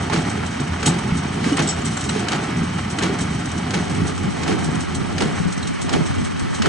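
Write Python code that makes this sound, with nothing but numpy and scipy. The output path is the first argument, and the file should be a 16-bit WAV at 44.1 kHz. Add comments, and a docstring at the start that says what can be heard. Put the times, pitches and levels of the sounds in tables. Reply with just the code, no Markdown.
"""A low drone and rumble, broken about 83 times a minute by a clack and a crunching thud: a tractor
draws a small square baler slowly away over a hay field, some 20 m from a phone. Periodic firing makes
the diesel's hum; blows excite the resonances of the sheet-metal bale case. At each crank turn the feeder
clacks and the plunger shears a charge of hay, while chains and tines rattle. Early on the knotter trips
and its steel parts ring; later the bass widens and a breeze rises on the microphones."""
import sys
import numpy as np
from scipy import signal
from scipy.fft import rfft, irfft, next_fast_len
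from scipy.io import wavfile
from scipy.ndimage import uniform_filter1d

SR = 44100
rng = np.random.default_rng(int(sys.argv[2]) if len(sys.argv) > 2 else 0)


def file_out(sig):
    """Save sig as 16-bit WAV at sys.argv[1]."""
    # one column per channel
    cols = np.atleast_2d(sig).T
    # limit, then scale
    lim = np.clip(cols, -1, 1)
    pcm = np.round(lim * 32767).astype(np.int16)
    wavfile.write(sys.argv[1], SR, pcm)


N = 294588
TIME = np.arange(N) / SR

# Plunger strokes: start_s, shear_db, thud_db, shudder_db, return_shake_db
PLUNGER_STROKES = [(0.128, -20, -21, -24.5, 2), (0.857, -22, -19, -27, 2.5), (1.586, -22.5, -19, -24.5, 3),
                   (2.315, -24, -30.5, -26, 3), (3.021, -22.5, -19, -27, 3.5),
                   (3.736, -24, -21.5, -32.5, 4), (4.476, -23, -17.5, -29.5, 3.5),
                   (5.205, -23.5, -20, -30.5, 1), (5.925, -25.5, -17, -31, 0), (6.652, -27.5, -17, -23, 0)]
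# Feeder clacks and dull knocks of the frame: start_s, level_db
FEEDER_CLACKS = [(0.0982, -28.5), (0.828, -22.5), (1.57, -20.5), (2.284, -20.5), (2.9859, -20.5),
                 (3.7064, -25.5), (4.4331, -25), (5.1807, -22.5), (5.8926, -24), (6.62, -20)]
FRAME_KNOCKS = [(0.095, -35), (0.261, -30), (0.594, -28), (1.439, -21.5), (1.967, -24.5), (2.09, -21.5),
                (2.784, -23.5), (4.515, -25), (5.752, -29)]
# Spectra of a clack, shearing hay, a thud and clattering machinery: frequency_hz, level_db
CLACK_SPECTRUM = [(300, -29), (700, -3.5), (1300, 7), (3000, 1.5), (4200, 1.5), (5000, 0.5), (6000, -1.5),
                  (8300, -6.5), (10500, -18)]
SHEAR_SPECTRUM = [(200, -9), (420, 10), (600, -4), (850, 4.5), (1300, 0.5), (2000, 0.5), (3100, -3),
                  (4200, -6.5), (6000, -7), (8000, -12.5), (10000, -16)]
THUD_SPECTRUM = [(40, -30), (100, -10), (170, 0.5), (300, -1.5), (420, -10.5), (560, -15), (1000, -42)]
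CLATTER_SPECTRUM = [(250, -24), (480, -0.5), (600, 0), (760, 4), (1000, -1), (1250, 1), (1700, -4.5),
                    (2200, -3.5), (2700, -10), (3150, -9.5), (3700, -14), (6000, -19.5), (11000, -55)]

def plunger():
    """Impact excitation: the feeder clacks, stalks shear, the charge thuds home and the frame shudders."""
    clack = sum(undb(db + 3.2) * burst(t, rise=0.0008, fall=0.0055) for t, db in FEEDER_CLACKS)
    knock = sum(undb(db) * burst(t - 0.002, rise=0.0073, fall=0.011) for t, db in FRAME_KNOCKS)
    shear = thud = shudder = rebound = 0
    for t, shear_db, thud_db, shudder_db, _ in PLUNGER_STROKES:
        shear += undb(shear_db) * burst(t - 0.003, rise=0.0093, fall=0.032)
        thud += undb(thud_db - 1) * burst(t + 0.0034, rise=0.015, fall=0.072)
        shudder += undb(shudder_db) * burst(t - 0.025, rise=0.023, fall=0.062)
        for bounce in range(4):  # the linkages lose energy at each rebound
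            bounce_s = t + 0.029 + 0.015 * (bounce + 0.5 * rng.random())
            rebound += undb(shear_db - 5 - 3.5 * bounce) * burst(bounce_s, rise=0.0011, fall=0.0058)
    crunch_db = 2.5  # stalks give way unevenly
    sound = np.hypot(clack, rebound) * body(impacts(rate=12000, scatter_db=2), CLACK_SPECTRUM)
    sound += shear * undb(crunch_db * walk(170)) * body(impacts(rate=6000, scatter_db=2), SHEAR_SPECTRUM)
    sound += thud * body(impacts(rate=640, scatter_db=2.5), THUD_SPECTRUM)
    frame = np.hypot(shudder * undb(crunch_db * walk(90)), knock)
    return sound + frame * body(impacts(rate=4000, scatter_db=5), CLATTER_SPECTRUM)


# Hard contacts within a stroke: start_s, crack_db, clank_db
KNIFE_CONTACTS = [(0.136, -26, -23), (1.590, -26, -29), (1.599, -34, -26), (2.319, -23.5, -28),
                  (2.331, -33, -20.5), (3.023, -25, -31), (3.034, -24, -31), (3.743, -27.5, -33),
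                  (3.747, -33, -26), (5.205, -25.5, -28), (5.22, -25, -19.5), (5.929, -24.5, -23),
                  (5.935, -29, -19), (5.947, -39, -25), (6.658, -23, -23)]
# Spectrum of a cracking stalk: frequency_hz, level_db
CRACK_SPECTRUM = [(800, -24.5), (2000, 1.5), (3200, 6.5), (4200, 2), (6000, -0.5), (8300, 0.5),
                  (10500, -15.5)]

def knife():
    """Brittle fracture: thick stalks crack as the frame clanks; the feeder fork buzzes after each clack."""
    crack = sum(undb(db) * burst(t, rise=0.0012, fall=0.007) for t, db, _ in KNIFE_CONTACTS)
    clank = sum(undb(db) * burst(t, rise=0.0012, fall=0.007) for t, _, db in KNIFE_CONTACTS)
    buzz = sum(undb(db - 12) * burst(t, rise=0.0076, fall=0.018) for t, db in FEEDER_CLACKS)
    bright = np.hypot(crack, buzz) * body(impacts(rate=5000, scatter_db=2.5), CRACK_SPECTRUM)
    return bright + clank * body(impacts(rate=3000, scatter_db=0.5), CLATTER_SPECTRUM)


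# Response of the sheet-metal case: frequency_hz, level_db
CASE_SPECTRUM = [(20, -50.5), (38, -38.5), (60, -12.5), (80, -5), (115, -3.5), (160, 0), (220, -2.5),
                 (300, -6.5), (410, -9.5), (500, -24.5), (800, -44.5)]
# Single low booms of the case, and a few brief swells of the engine's drone near 90 Hz:
# start_s, level_db, pitch_hz
BOOMS_AND_SWELLS = [(0.14, -18, 325), (0.181, -13.5, 157), (0.602, -16.5, 142), (0.864, -14, 297),
                    (0.884, -10.5, 158), (1.122, -8, 168), (1.463, -12.5, 244), (1.519, -9, 285),
                    (1.598, -18, 346), (2.159, -16, 420), (2.610, -14.5, 166), (3.041, -15.5, 328),
                    (3.097, -16.5, 398), (3.308, -16, 158), (4.275, -16, 196), (4.494, -16.5, 430),
                    (4.525, -13, 169), (4.689, -10.5, 139), (5.01, -13, 172), (5.400, -9.5, 166.5),
                    (5.455, -10.5, 179), (5.575, -16, 202), (5.634, -21, 94.5), (5.845, -18.5, 260),
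                    (5.965, -18, 382), (6.01, -8.5, 151), (6.10, -11.5, 131), (6.175, -17, 95),
                    (6.225, -15.5, 202), (6.425, -17, 89), (6.60, -10, 217)]

def bale_case(throb):
    """Panel resonance: uneven knocks keep the case rumbling, and each stroke rings chamber and walls."""
    # three chugs a crank turn: stroke, return and feeder fork
    chug_db = 1.5 * np.cos(2 * np.pi * 3 * (crank_turns() - 0.047))
    return_db = sum(db * swell(t + 0.25, width=0.18) for t, *_, db in PLUNGER_STROKES)
    knocks = impacts(rate=200, scatter_db=1) + 1.17 * rng.standard_normal(N)
    shake_db = -25 + chug_db + 0.5 * walk(16) + return_db
    low_tones = sum(strike(t, db, hz, t60=0.12, rise=0.0013) for t, db, hz in BOOMS_AND_SWELLS)
    chamber = sum(strike(t + 0.0235, db, hz=170 * rng.normal(1, 0.055), t60=0.36, rise=0.0099)
                  for t, _, db, *_ in PLUNGER_STROKES)
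    walls = sum(strike(t + 0.01197, db - 14, hz=405 * rng.normal(1, 0.056), t60=0.44, rise=0.013)
                for t, _, db, *_ in PLUNGER_STROKES)
    return body(knocks, CASE_SPECTRUM) * throb * undb(shake_db) + low_tones + chamber + walls


# Course of the diesel: time_s, firing_hz, hum_gain_db
DIESEL_COURSE = [(0, 87.3, 2), (1.3, 88.36, -0.5), (1.7, 86.9, 0), (2.2, 87.46, -8), (3.2, 87.71, 0.5),
                 (4.2, 87.47, 3.5), (4.7, 87.4, 3.5), (6.68, 88.16, 3.5)]
# Exhaust partials: firing_multiple, level_db
EXHAUST_PARTIALS = [(.5, -52), (1, -35.5), (2, -39.5), (3, -40)]

def diesel():
    """Periodic excitation: the hum follows the wandering firing rate; a faint whine wavers near 710 Hz."""
    firing_hz = curve(DIESEL_COURSE)
    phase = 2 * np.pi * np.cumsum(firing_hz * (1 + 0.035 * walk(24))) / SR
    hum = sum(undb(db + 2.4 * walk(9)) * np.sin(multiple * phase + 2 * np.pi * rng.random())
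              for multiple, db in EXHAUST_PARTIALS)
    hum *= waver(rate=19, depth_db=3 + 4 * curve(BASS_SPREAD))  # deeper as the breeze rises
    hum *= undb(curve(DIESEL_COURSE, axis=2))
    gear_hz = 8.11 * np.mean(firing_hz) * (1 + 0.01094 * walk(30))
    whine = undb(-43.5) * waver(rate=19, depth_db=2.2) * np.sin(2 * np.pi * np.cumsum(gear_hz) / SR)
    return np.sqrt(2) * (hum + whine)


# Spectrum of chain links in contact: frequency_hz, level_db
CHAIN_SPECTRUM = [(1500, -33), (3000, 3.5), (3900, 4.5), (5000, -2.5), (5900, 9), (6800, 0), (8200, 7),
                  (9300, -0.5), (10500, -28)]

def running_gear():
    """Superposed impacts: gears and pickup clatter and chains tick, louder under each stroke's load."""
    blows = impacts(rate=900, scatter_db=1.5) + 1.59 * rng.standard_normal(N)
    clatter = body(blows * undb(walk(70)), CLATTER_SPECTRUM)
    ticks = impacts(rate=590, scatter_db=5) + 2.1 * rng.standard_normal(N)
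    ticks *= waver(rate=65, depth_db=3.5)
    chain = body(ticks, CHAIN_SPECTRUM) + undb(-25) * ring(ticks, STEEL_MODES, t60_scale=0.93)
    tying_db = 5.5 * swell(1.98, width=0.115)  # the chains drive the knotter round
    load_db = 0.87 * np.cos(2 * np.pi * (crank_turns() - 0.18))
    distance_db = -0.24 * TIME
    return (clatter * undb(-28.5) + chain * undb(-42 + tying_db)) * undb(load_db + distance_db)


# Rattles of slack chain and linkages: start_s, level_db, decay_s
STEEL_RATTLES = [(0.172, -33, 0.015), (0.292, -26, 0.018), (0.458, -26.5, 0.015), (0.599, -25, 0.0089),
                 (0.67, -34, 0.012), (0.983, -26, 0.012), (1.163, -26.5, 0.028), (1.438, -31.5, 0.053),
                 (1.523, -28, 0.0083), (1.846, -21, 0.023), (1.974, -21.5, 0.0049), (2.088, -25.5, 0.007),
                 (2.189, -25, 0.015), (2.43, -30, 0.017), (2.505, -30, 0.0069), (2.565, -29, 0.012),
                 (2.78, -33.5, 0.012), (2.896, -25.5, 0.021), (3.186, -22.5, 0.0099), (3.204, -22, 0.02),
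                 (3.388, -31, 0.012), (3.456, -24, 0.0078), (3.515, -26, 0.008), (3.576, -25.5, 0.0089),
                 (3.893, -28, 0.015), (3.944, -27.5, 0.011), (4.065, -24.5, 0.025), (4.176, -28, 0.01),
                 (4.231, -31.5, 0.0075), (4.305, -32, 0.0083), (4.578, -31, 0.03), (4.639, -24.5, 0.016),
                 (4.748, -25.5, 0.012), (4.801, -24.5, 0.018), (4.943, -23.5, 0.017), (5.523, -23.5, 0.011),
                 (5.576, -26.5, 0.01), (5.626, -26.5, 0.007), (5.668, -25, 0.017), (5.811, -21.5, 0.017),
                 (6.052, -26.5, 0.024), (6.238, -29, 0.02), (6.393, -25.5, 0.009), (6.54, -24.5, 0.02)]

def loose_steel():
    """Contact chatter: slack parts rattle in bursts, and each passing tine bar adds a flurry of ticks."""
    bars_per_turn, lag_s = 5, 0.017
    turns = crank_times()
    passes = np.concatenate([np.linspace(start, end, bars_per_turn, endpoint=False)[1:]
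                             for start, end in zip(turns, turns[1:])]) + lag_s
    bars = sum(undb(rng.normal(-44.5, 4)) * burst(t, rise=0.028, fall=0.024) for t in passes if t > 0)
    chatter = sum(undb(db - 6.5) * burst(t - 0.001, rise=decay / 2, fall=decay)
                  for t, db, decay in STEEL_RATTLES)
    ticks = impacts(rate=2500, scatter_db=-0.5)
    steel = body(ticks, CHAIN_SPECTRUM) + undb(-16.5) * ring(ticks, STEEL_MODES, t60_scale=0.85)
    return np.hypot(bars, chatter) * steel


# Catches of the knotter's clutch: start_s, level_db
CLUTCH_CATCHES = [(0.859, -16.5), (0.863, -29), (0.877, -23.5)]
# Modes of the clutch: frequency_hz, level_db, t60_s
CLUTCH_MODES = [(3101, -9, .13), (3278, -8, .12), (3779, -7, .12), (4350, -9, .05), (5319, -11, .07),
                (5873, -8, .06), (6722, -1.5, .12), (7241, -9, .1), (7700, 0, .11), (8140, -9, .05),
                (8652, 0, .13), (9703, -5, .13)]

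def clutch():
    """Transient and free decay: the clutch catches with a broadband crash, then its modes ring briefly."""
    contact = sum(undb(db) * burst(t - 0.001, rise=0.0017, fall=0.015) for t, db in CLUTCH_CATCHES)
    crash = undb(-6) * body(impacts(rate=15000, scatter_db=-5), CHAIN_SPECTRUM)
    crash += undb(-8.5) * body(impacts(rate=8800, scatter_db=2), CLACK_SPECTRUM)
    ringing = sum(chime(t, db - 3, CLUTCH_MODES, scatter_db=2.5) for t, db in CLUTCH_CATCHES)
    return contact * crash + ringing


# Clinks of the knotter: start_s, ring_db, scrape_db
KNOTTER_CLINKS = [(1.622, -31, -29.5), (1.673, -26.5, -28.5), (1.687, -23.5, -42), (1.706, -30, -37),
                  (1.86, -37, -34), (2.01, -36, -30), (2.041, -36, -31.5), (2.094, -40, -28.5)]
# Modes of small steel parts: frequency_hz, level_db, t60_s
STEEL_MODES = [(3219, -15, .15), (3445, -15, .15), (3806, -8, .11), (4330, -14, .12), (4613, -16, .14),
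               (5157, -12, .12), (5303, -9, .16), (5561, -12, .11), (5749, -4.5, .13), (6729, -6, .13),
               (6923, -7, .14), (7074, -12, .12), (7235, -8, .12), (7720, 1.5, .14), (7994, -13, .13),
               (8388, -9, .1), (8646, -13, .12)]

def knotter():
    """Inharmonic modes: needles and hooks scrape, then ring while chattering against their neighbours."""
    scrape = sum(undb(db) * burst(t - 0.003, rise=0.003, fall=0.017) for t, _, db in KNOTTER_CLINKS)
    jingle = sum(chime(t, db, STEEL_MODES, scatter_db=3) for t, db, _ in KNOTTER_CLINKS)
    jingle *= waver(rate=260, depth_db=3)
    return jingle + scrape * body(impacts(rate=7600, scatter_db=3.5), CHAIN_SPECTRUM)


# Single pings of struck steel parts: start_s, level_db, pitch_hz
STEEL_PINGS = [(0.099, -14, 865), (0.876, -15, 870), (1.53, -24.5, 2950), (1.567, -22, 8500),
               (1.817, -29, 7100), (1.856, -23, 8050), (1.97, -20, 7400), (2.092, -21.5, 4030),
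               (2.092, -23, 2880), (2.096, -24, 7700), (5.628, -27, 4140), (5.63, -28, 3820)]

def steel_pings():
    """Free vibration: a struck steel part pings in one quickly damped mode."""
    return sum(strike(t, db, hz, t60=0.044, rise=0.00098) for t, db, hz in STEEL_PINGS)


# Thick wads of hay fed in ahead of some strokes: centre_s, level_db
HAY_WADS = [(1.472, -29), (2.181, -30), (4.42, -35.5)]

def hay_wads():
    """Sliding friction: a wad scrapes along the chamber and makes its walls rumble."""
    push = sum(undb(db) * swell(t, width=0.074) for t, db in HAY_WADS)
    scrape = body(impacts(rate=3000, scatter_db=0), SHEAR_SPECTRUM)
    rumble = undb(7.5) * body(impacts(rate=1200, scatter_db=1.5), THUD_SPECTRUM)
    return push * (scrape + rumble)


def machines():
    """Superposition along one path; an unbalanced drive shaft modulates drone and case once a turn."""
    shaft_hz = 8.4 * (1 + 0.1 * walk(6))
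    throb = unit(undb(1.4 * np.sin(2 * np.pi * np.cumsum(shaft_hz) / SR)))
    return (diesel() * throb + bale_case(throb) + running_gear() + hay_wads() + plunger() + knife()
            + loose_steel() + clutch() + knotter() + steel_pings())


# Direct sound at the two microphones: frequency_hz, left_minus_right_db, left_lead_rad
DIRECTION_CUES = [(170, -0.0, -0.1), (300, -1.8, -0.1), (430, -7.4, 0.2), (520, -1.8, 2.1), (610, 6.8, 3.3),
                  (700, 1.7, 5.1), (920, -11.7, 5.8), (1050, -6.2, 7.3), (1300, -2.1, 7.3),
                  (1460, 6.1, 6.8), (1650, -1.2, 6.1), (2100, -5.3, 7.0), (2400, -0.3, 7.5),
                  (2580, 7.4, 8.2), (2800, -2.2, 5.9), (3200, 4.7, 6.7), (3650, -1.8, 5.1),
                  (4150, 0.2, 6.7), (4800, 1.6, 5.6), (5800, -1.1, 7.1), (7000, 2.6, 5.8), (9000, 0.3, 5.0)]
# Share thrown back by the ground and the tree line: frequency_hz, level_db
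SCATTER_SPECTRUM = [(200, -67.5), (450, -8), (620, -2.5), (750, -16), (1700, -15), (2200, -14),
                    (2600, -3.5), (3000, -10.5), (3500, -8), (5200, -4.5), (6700, -15), (8500, -1.5),
                    (10000, -13)]

def microphone_pair(direct, scattered):
    """Level and phase differences give direction; scattered sound arrives in the opposite pattern."""
    size = next_fast_len(N + 4096, True)
    ratio = undb(over_hz(DIRECTION_CUES, size))
    lead = over_hz(DIRECTION_CUES, size, axis=2)
    equal_power = np.sqrt(2 / (1 + ratio ** 2))
    left, right = np.array([ratio * np.exp(1j * lead / 2), np.exp(-1j * lead / 2)]) * equal_power
    diffuse = rfft(scattered, size) * undb(over_hz(SCATTER_SPECTRUM, size)) * np.conj([right, -left])
    return irfft(rfft(direct, size) * np.array([left, right]) + diffuse, size)[:, :N]


# Spread of the bass from the centre to the sides: time_s, share
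BASS_SPREAD = [(3.7, 0.08), (4.1, 0.42), (5.3, 0.48), (5.7, 0.64), (6.68, 0.8)]
# Hollowing of the low midrange between strokes: time_s, gain_db
MIDRANGE_HOLLOW = [(4.3, -5.5), (5.4, -5.5), (5.75, -12.5), (6.3, -10.5), (6.68, -25)]
# Brief dips of the lows at the centre: centre_s, width_s, bass_db, low_mid_db
CENTRE_DIPS = [(4.14, 0.0093, -5, -1), (4.865, 0.024, -16, -4), (5.54, 0.023, -11, -3),
               (5.675, 0.014, -10, -3), (5.752, 0.027, -10.5, -14), (6.085, 0.012, -5, -5),
               (6.305, 0.035, -3, -25), (6.40, 0.015, -7, -3), (6.485, 0.018, -14, -2),
               (6.61, 0.04, -0.5, -6)]

def widen_lows(pair, scattered):
    """Mid-side balance: the lows leave the centre, and a diffuse rumble takes their place at the sides."""
    mid = pair.mean(axis=0)
    bass = low_pass(mid, hz=293, order=8)
    low_mid = low_pass(mid, hz=852, order=8) - bass
    spread = curve(BASS_SPREAD)
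    upper_band = low_pass(scattered, hz=1050) - low_pass(scattered, hz=600)
    side = spread * (undb(2) * low_pass(scattered, hz=800) + undb(-6.5) * upper_band)
    stroke_fill = sum(swell(t + 0.027, width=0.16) for t, *_ in PLUNGER_STROKES)
    hollow_db = curve(MIDRANGE_HOLLOW) * (1 - stroke_fill) * np.exp(0.36 * walk(28))
    bass_dip_db = sum(db * swell(t, width) for t, width, db, _ in CENTRE_DIPS)
    low_mid_dip_db = sum(db * swell(t, width) for t, width, _, db in CENTRE_DIPS)
    bass_gain = np.sqrt(1 - spread) * undb(bass_dip_db)
    low_mid_gain = undb(hollow_db + low_mid_dip_db)
    return pair + (bass_gain - 1) * bass + (low_mid_gain - 1) * low_mid + np.array([side, -side])


# Spectrum of wind on the microphones: frequency_hz, level_db
BREEZE_SPECTRUM = [(20, -22.5), (45, -19.5), (70, 5.5), (100, 4.5), (150, -10.5), (260, -19), (600, -41)]

def breeze():
    """Turbulent pressure: a gusty rumble drives the microphones in antiphase, rising as the bass spreads."""
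    rumble = body(rng.standard_normal(N), BREEZE_SPECTRUM)
    rumble *= undb(-42 - walk(8)) * np.sqrt(curve(BASS_SPREAD))
    return np.array([rumble, -rumble])


def crank_times():
    """Times of whole crank turns: the strokes, and one more before and after."""
    times = np.array(PLUNGER_STROKES)[:, 0]
    period = np.mean(np.diff(times))
    return np.concatenate([[times[0] - period], times, [times[-1] + period]])


def crank_turns():
    """Crank phase in turns; whole numbers at the strokes."""
    times = crank_times()
    return np.interp(TIME, times, np.arange(len(times)))


def impacts(rate, scatter_db):
    """Shot noise: random tiny blows, rate a second, their sizes spread by scatter_db; rms 1."""
    hits = (rng.random(N) < rate / SR) * np.sign(rng.standard_normal(N))
    return unit(hits * undb(scatter_db * np.minimum(rng.standard_normal(N), 2.1)))


def body(x, spectrum, size=4096):
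    """Source and filter: x drives a minimum-phase resonator with the given spectrum; rms 1."""
    cepstrum = irfft(np.log(undb(over_hz(spectrum, size))))
    cepstrum[1:size // 2] *= 2
    cepstrum[size // 2 + 1:] = 0
    response = irfft(np.exp(rfft(cepstrum)))
    return unit(signal.fftconvolve(x, response)[:N])


def ring(x, modes, t60_scale):
    """Forced vibration: x is convolved with the impulse response of damped modes; rms 1."""
    age = TIME[:SR // 3]
    response = sum(undb(db - 60 * age / (t60 * t60_scale)) * np.sin(2 * np.pi * hz * age)
                   for hz, db, t60 in modes)
    return unit(signal.fftconvolve(x, response)[:N])


def strike(start, db, hz, t60, rise):
    """Damped oscillator: one struck mode, falling 60 dB in t60 seconds."""
    age = TIME[:SR // 3]
    envelope = undb(db - 60 * age / t60) * np.minimum(age / rise, 1)
    return delayed(envelope * np.sin(2 * np.pi * (hz * age + rng.random())), start)


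def chime(start, db, modes, scatter_db):
    """Modal superposition: where a blow chances to land decides which modes ring most."""
    return sum(strike(start, db + rng.normal(mode_db, scatter_db), hz, t60, rise=0.0037)
               for hz, mode_db, t60 in modes)


def burst(start, rise, fall):
    """Envelope with a linear rise and an exponential decay; times in seconds."""
    age = TIME[:SR // 2]
    return delayed(np.minimum(age / rise, 1) * np.exp(-np.maximum(age - rise, 0) / fall), start)


def delayed(x, start):
    """Place x at start seconds in N samples of silence."""
    return np.concatenate([np.zeros(int(start * SR)), x, np.zeros(N)])[:N]


def swell(centre, width):
    """Gaussian envelope of height 1."""
    return np.exp(-((TIME - centre) / width) ** 2)


def walk(rate):
    """Smooth random fluctuation through rate values a second; rms 1."""
    step = int(SR / rate)
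    return unit(uniform_filter1d(np.repeat(rng.standard_normal(N // step + 1), step), step)[:N])


def waver(rate, depth_db):
    """Random amplitude modulation: a gain of rms 1 with free dips and limited peaks."""
    return unit(undb(depth_db * np.minimum(walk(rate), 1)))


def low_pass(x, hz, order=4):
    """Zero-phase filtering: what lies under hz, with no delay."""
    return signal.sosfiltfilt(signal.butter(order, hz, fs=SR, output="sos"), x)


def curve(rows, axis=1):
    """One column of a table, interpolated in time."""
    rows = np.array(rows)
    return np.interp(TIME, rows[:, 0], rows[:, axis])


def over_hz(rows, size, axis=1):
    """One column of a table, interpolated in log frequency onto the bins of a transform."""
    rows = np.array(rows)
    return np.interp(np.log(np.arange(size // 2 + 1) * SR / size + 1), np.log(rows[:, 0]), rows[:, axis])


def undb(db):
    """Decibels to gain."""
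    return 10 ** (np.asarray(db) / 20)


def unit(x):
    """Scale to rms 1."""
    return x / np.sqrt(np.mean(x ** 2))


def scene():
    """Direct and diffuse fields: the machines along two paths, with widening lows and a breeze."""
    direct, scattered = machines(), machines()
    return widen_lows(microphone_pair(direct, scattered), scattered) + breeze()


# Peaks and dips from the phone's body: centre_hz, width_hz, gain_db
PHONE_RESPONSE = [(424, 16.6, 3), (1000, 23, -8.5), (2110, 16, -6), (3074, 103, 3), (3500, 86, -4),
                  (4995, 49, -24.5)]

def record(dry):
    """Frequency response: the phone adds a few narrow peaks and dips and cuts the top."""
    size, cutoff_hz = next_fast_len(N + 4096, True), 9850
    bin_hz = np.arange(size // 2 + 1) * SR / size
    colour_db = sum(db * np.exp(-((bin_hz - hz) / width) ** 2) for hz, width, db in PHONE_RESPONSE)
    coloured = irfft(rfft(dry, size) * undb(colour_db), size)[:, :N]
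    return signal.sosfilt(signal.ellip(8, 0.2, 70, cutoff_hz, fs=SR, output="sos"), coloured)


dry = scene()
out = record(dry)
file_out(out)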